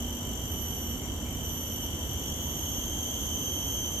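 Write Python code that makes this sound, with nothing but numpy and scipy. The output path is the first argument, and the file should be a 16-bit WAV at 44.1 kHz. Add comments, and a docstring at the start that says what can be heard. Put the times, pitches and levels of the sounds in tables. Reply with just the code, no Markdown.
"""Cicadas in the crowns of tall park trees: their ribbed tymbals buckle and ring their abdomens.
A far chorus drones near 3 kHz and its overtones; one insect rattles, another kind buzzes higher,
two repeat short falling notes, and halfway through three more join in with long sinking whines.
A far bird chirps twice. Underneath lie the rumble and hum of a distant town, a hiss of leaves
and light wind on the microphone."""
import sys
import numpy as np
from scipy import signal
from scipy.fft import rfft, irfft
from scipy.io import wavfile

SR = 44100
rng = np.random.default_rng(int(sys.argv[2]) if len(sys.argv) > 2 else 0)


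def transcribe(u):
    """Save the signal u as a 16-bit wav file named by the first command-line argument.

    u: samples, shape (n,) or (channels, n), limited to [-1, 1]; the rate is SR.
    q: integer samples, one column per channel.
    """
    v = np.clip(np.atleast_2d(u).T, -1, 1)
    q = np.round(v * 32767).astype(np.int16)
    wavfile.write(sys.argv[1], SR, q)


N = 176400
T = np.arange(N) / SR
HZ = np.maximum(np.arange(N // 2 + 1) * SR / N, 1)


# Chorus resonances: pitch_hz, width_hz, level_db, pan_db (+ is left), stereo_likeness
CHORUS_BANDS = [(3043, 370, -49.5, -2, -0.16), (3143, 98, -54, -2.5, -0.29), (3383, 140, -61.5, 5.5, -0.31),
                (5620, 150, -67, 8, -0.092), (5912, 61, -53, 3, -0.17), (6146, 430, -50.5, 14, -0.086),
                (9140, 710, -61, -1, -0.26), (11820, 170, -58, -10, .2), (12150, 660, -55, -22, 0.12)]
# Fader ride on the chorus: time_s, gain_db
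CHORUS_SWELL = [(0, 2.5), (1.2, 1), (2, 4.5), (3, 2.5), (4, 1.5)]
def cicada_chorus():
    """Countless far cicadas merge into a gently swelling bed of noise bands."""
    return resonate(CHORUS_BANDS) * from_db(automation(CHORUS_SWELL)[0])


# Rattle resonances: pitch_hz, width_hz, level_db, pan_db, stereo_likeness
RATTLE_BANDS = [(3077, 196, -50, -3.5, -0.12), (6124, 550, -51, 5.5, -0.28), (8950, 490, -61.5, 2, -0.43),
                (12200, 440, -51.5, 1, 0.64)]
# Fader ride on the rattle: time_s, gain_db
RATTLE_SWELL = [(0, 2.5), (.7, 1.5), (1.2, -2), (1.7, 2), (2.4, 1.5), (4, -4.5)]
def rattling_cicada():
    """One cicada rattles throughout, its tymbal pulsing evenly into its resonances."""
    pulses, _ = tymbal(rate_hz=48.4, decay_s=0.0067, jitter=.006)
    return resonate(RATTLE_BANDS, pulses) * from_db(automation(RATTLE_SWELL)[0])


# Buzz resonances: pitch_hz, width_hz, level_db, pan_db, stereo_likeness
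BUZZ_BANDS = [(7120, 280, -52.5, 2.8, .1), (7336, 500, -49, 4.5, 0.068)]
def buzzing_cicada(accent_db=2):
    """A higher kind buzzes, leaning on every fourth tymbal pulse."""
    pulses, count = tymbal(rate_hz=86, decay_s=0.014, jitter=.005)
    accented = count % 4 == 0
    return resonate(BUZZ_BANDS, pulses * from_db(accent_db * accented))


# Falling notes: start_s, length_s, start_pitch_hz, level_db
NOTES = [(.40, .42, 2986, -52), (.46, .58, 3018, -45), (1.28, .44, 2984, -54), (1.40, .54, 3016, -45),
         (2.04, .46, 2992, -51), (2.38, .52, 3013, -45.5), (3.0, .34, 2980, -51), (3.36, .52, 3010, -46)]
# Harmonics of a note, fundamental first: gain_db, pan_db
NOTE_TONE = [(-6, 12), (-1.5, -5), (-19, -1), (2, -10.5)]
def calling_cicadas(fall_hz=110, fall_s=.55, attack_s=0.054, release_s=.12, rough=0.13):
    """Two cicadas repeat short, clear notes whose pitch sinks ever more slowly."""
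    notes = np.zeros((2, N))
    waver_hz = 2.5 * drift(120)
    for start_s, length_s, start_hz, level_db in NOTES:
        on = (T >= start_s) & (T < start_s + length_s)
        age = T[on] - start_s
        envelope = np.minimum(age / attack_s, 1) * np.minimum((length_s - age) / release_s, 1)
        pitch_hz = start_hz - fall_hz * (1 - np.exp(-age / fall_s)) + waver_hz[on]
        notes[:, on] += from_db(level_db) * envelope * abdomen(pitch_hz, NOTE_TONE, lag_ms=-.1)
    return tree_reverb(notes * (1 + rough * drift(150)), wet_db=-9)


# Glide of the nearest whine: time_s, pitch_hz
LEAD_PITCH = [(1.8, 3080), (2.15, 3292), (2.45, 3270), (2.7, 3238), (2.95, 3208), (3.25, 3181), (3.5, 3165),
              (3.8, 3157), (4, 3138)]
# Faders for its two layers: time_s, rasp_db, core_db
LEAD_LEVELS = [(1.8, -70, -80), (2.15, -58, -66), (2.45, -52.5, -52), (2.9, -47.5, -45),
               (3.3, -47.5, -42.5), (3.55, -47.5, -38.5), (4, -46.5, -38)]
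# Second and third whines: time_s, pitch_hz, level_db
SECOND_WHINE = [(2.3, 3086, -56), (2.6, 3210, -47.5), (3.0, 3125, -45), (3.4, 3034, -45), (4, 3018, -45)]
THIRD_WHINE = [(1.9, 3170, -56), (2.3, 3327, -48.5), (2.8, 3365, -54), (3.2, 3350, -47), (3.5, 3290, -58),
               (4, 3195, -51)]
# Harmonics of the raspy whines and the clear core, fundamental first: gain_db, pan_db
RASP_TONE = [(2, -2.5), (5, -0.5), (-11, -7), (0, -10)]
CORE_TONE = [(-4, -1.5), (-4, -1), (-21, -4), (-10, -11)]
def whining_cicadas():
    """Three cicadas come in one after another; the nearest has a clear core inside its rasp."""
    pitch_hz, = automation(LEAD_PITCH)
    rasp_db, core_db = automation(LEAD_LEVELS)
    core = tree_reverb(whine(pitch_hz, core_db, CORE_TONE, waver_hz=7, rough=.3), wet_db=-6)
    rasp = tree_reverb(whine(pitch_hz, rasp_db, RASP_TONE, waver_hz=47.87, rough=0.38), wet_db=1)
    second = whine(*automation(SECOND_WHINE), RASP_TONE, waver_hz=27.95, rough=0.45)
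    third = whine(*automation(THIRD_WHINE), RASP_TONE, waver_hz=38.07, rough=0.59)
    return core + rasp + tree_reverb(second + third, wet_db=5)


def whine(pitch_hz, level_db, tone, waver_hz, rough):
    """One cicada's long glide; its tymbal roughens the tone."""
    envelope = from_db(level_db) - from_db(level_db[0])   # opens from silence
    grit = rms_one(1 + rough * drift(238))
    return envelope * grit * abdomen(pitch_hz + waver_hz * drift(152.5), tone, lag_ms=0.13)


def tymbal(rate_hz, decay_s, jitter, rise_s=0.0014):
    """Regular bursts of buckling ribs: their swelling, dying envelope and their running count."""
    cycles = np.cumsum(rate_hz * (1 + jitter * drift(6))) / SR
    age = (cycles % 1) / rate_hz
    envelope = (1 - np.exp(-age / rise_s)) * np.exp(-age / decay_s)
    return envelope, cycles.astype(int)


def abdomen(pitch_hz, tone, lag_ms):
    """A ringing abdomen: a stack of harmonics, with the right ear lagging the left by lag_ms."""
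    cycles = np.cumsum(pitch_hz) / SR - np.array([[0], [1e-3]]) * lag_ms * pitch_hz
    return sum(from_db(gain_db) * pan(pan_db) * np.sqrt(2) * np.sin(2 * np.pi * harmonic * cycles)
               for harmonic, (gain_db, pan_db) in enumerate(tone, start=1))


# Bird chirps: start_s, length_s, start_pitch_hz, end_pitch_hz, level_db
CHIRPS = [(0.984, 0.077, 1800, 2480, -51), (1.244, 0.055, 2350, 2480, -45.5)]
def far_bird(waver_hz=130):
    """Two faint, husky rising chirps, blurred by the trees."""
    chirps = 0
    for start_s, length_s, start_hz, end_hz, level_db in CHIRPS:
        progress = np.clip((T - start_s) / length_s, 0, 1)
        pitch_hz = start_hz + (end_hz - start_hz) * progress + waver_hz * drift(297)
        chirps += from_db(level_db) * np.sin(np.pi * progress) * sine(pitch_hz)
    return tree_reverb(chirps, wet_db=4)


# EQ of the rumble and hiss: frequency_hz, gain_db
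TOWN_EQ = [(20, -40), (35, -15.5), (62, -1), (85, -3), (110, -7.5), (170, -11.5), (260, -9.5), (400, -17.5),
           (800, -23.5), (1400, -31), (2300, -34.5), (4500, -39), (8200, -35.5), (10500, -46), (12500, -55),
           (13500, -64)]
# Stereo image, narrow lows to wide highs: frequency_hz, stereo_likeness
TOWN_LIKENESS = [(25, 4), (60, 1.06), (250, 0.85), (500, 0.93), (1000, 0.77), (2000, 0.19), (5000, 0)]
# Balance: frequency_hz, pan_db
TOWN_PAN = [(25, -8), (80, -2.5), (1000, -1.5), (2200, -2.5), (4500, 3), (8000, -5), (11000, -21)]
def traffic_and_leaves(level_db=-36.5):
    """A steady bed of far traffic rumble, with a thin hiss of leaves on top."""
    spectrum = stereo(rfft(rng.standard_normal((2, N))), by_hz(TOWN_LIKENESS))
    shaped = spectrum * from_db(by_hz(TOWN_EQ)) * pan(by_hz(TOWN_PAN))
    return from_db(level_db) * rms_one(irfft(shaped, N))


# Machinery resonances: pitch_hz, width_hz, level_db, pan_db, stereo_likeness
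MACHINERY_BANDS = [(82, 15, -45.5, -0.5, 1), (498.4, 12, -63.5, -2, 0.58), (999, 12, -66, -1, 0.46)]
def far_machinery(rise_db_per_s=0.5):
    """Distant machinery drones in narrow bands, creeping up in level."""
    return resonate(MACHINERY_BANDS) * from_db(rise_db_per_s * (T - T.mean()))


# Uneven fade-out of the motor: time_s, level_db
MOTOR_FADE = [(0, -38), (.4, -46), (1, -47), (1.8, -48.5), (2.4, -55.5), (3, -48), (4, -73)]
def far_motor(pitch_hz=239, waver_hz=7, flutter_db=2):
    """A motor's hum fades as it goes, unsteady after the long way through the air."""
    level = from_db(automation(MOTOR_FADE)[0] + flutter_db * drift(29))
    return level * pan(-2.6) * sine(pitch_hz + waver_hz * drift(28))


# Low wind rumble: pitch_hz, width_hz, level_db, pan_db, stereo_likeness
WIND_BANDS = [(32, 25, -53.5, -6, 1)]
def wind(gust_db=3):
    """Soft lumps of air on the microphone."""
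    return resonate(WIND_BANDS, from_db(gust_db * drift(2)))


def tree_reverb(direct, wet_db, t60_s=.5, onset_s=0.0082):
    """The direct sound plus dense scatter from trunks and leaves, different on each side."""
    t = T[:SR]
    tail = rng.standard_normal((2, SR)) * from_db(-60 * t / t60_s) * (1 - np.exp(-t / onset_s))
    tail /= np.sqrt(np.sum(tail ** 2, axis=1, keepdims=True))
    scatter = signal.fftconvolve(direct * np.ones((2, 1)), tail, axes=1)[:, :N]
    wet = from_db(wet_db)
    return (direct + wet * scatter) / np.sqrt(1 + wet ** 2)


def resonate(bands, drive=1):
    """Noise, shaped by the drive, rings each resonance (filtered twice for steep flanks)."""
    out = 0
    for pitch_hz, width_hz, level_db, pan_db, likeness in bands:
        radius = np.exp(-np.pi * width_hz / SR)
        feedback = 2 * radius * np.cos(2 * np.pi * pitch_hz / SR)
        bandpass = [1 - radius, 0, radius - 1, 1, -feedback, radius ** 2]
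        noise = stereo(rng.standard_normal((2, N)), likeness) * drive
        out += from_db(level_db) * pan(pan_db) * rms_one(signal.sosfilt([bandpass, bandpass], noise))
    return out


def stereo(mid_side, likeness):
    """Two unrelated signals become left and right; likeness, capped at +-0.99, is their correlation."""
    mid, side = mid_side
    correlation = np.clip(likeness, -.99, .99)
    return np.sqrt(1 + correlation) * mid + np.sqrt(1 - correlation) * side * np.array([[1], [-1]])


def pan(pan_db):
    """Constant-power gains, the left pan_db above the right."""
    gains = from_db(np.array([[.5], [-.5]]) * pan_db)
    return gains / np.sqrt(np.mean(gains ** 2, axis=0))


def drift(rate_hz):
    """Random modulation of unit power, rolling off above rate_hz."""
    return rms_one(irfft(rfft(rng.standard_normal(N)) / (1 + (HZ / rate_hz) ** 2), N))


def sine(pitch_hz):
    """An oscillator that follows a pitch curve."""
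    return np.sin(2 * np.pi * np.cumsum(pitch_hz) / SR)


def automation(rows):
    """Breakpoints in time become one smooth-running lane per value column."""
    time_s, *columns = np.transpose(rows)
    return [np.interp(T, time_s, column) for column in columns]


def by_hz(points):
    """Breakpoints become a curve over log frequency."""
    hz, value = np.transpose(points)
    return np.interp(np.log(HZ), np.log(hz), value)


def from_db(db):
    """Decibels to gain."""
    return 10 ** (np.asarray(db) / 20)


def rms_one(x):
    """Scale to unit power."""
    return x / np.sqrt(np.mean(x ** 2) + 1e-20)


def scene():
    """The mix under the trees, from the cicadas back to the town and the wind."""
    cicadas = cicada_chorus() + rattling_cicada() + buzzing_cicada()
    cicadas += calling_cicadas() + whining_cicadas()
    return cicadas + far_bird() + traffic_and_leaves() + far_machinery() + far_motor() + wind()


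def record(dry):
    """Master EQ: narrow notches at four multiples of one frequency, then a steep high cut."""
    notch_hz, notch_width_hz, cutoff_hz = 2500, 125, 14400
    for hz in notch_hz * np.arange(1, 5):
        dry = signal.lfilter(*signal.iirnotch(hz, hz / notch_width_hz, fs=SR), dry)
    return signal.sosfilt(signal.cheby2(14, 60, cutoff_hz, fs=SR, output="sos"), dry)


dry = scene()
out = record(dry)
transcribe(out)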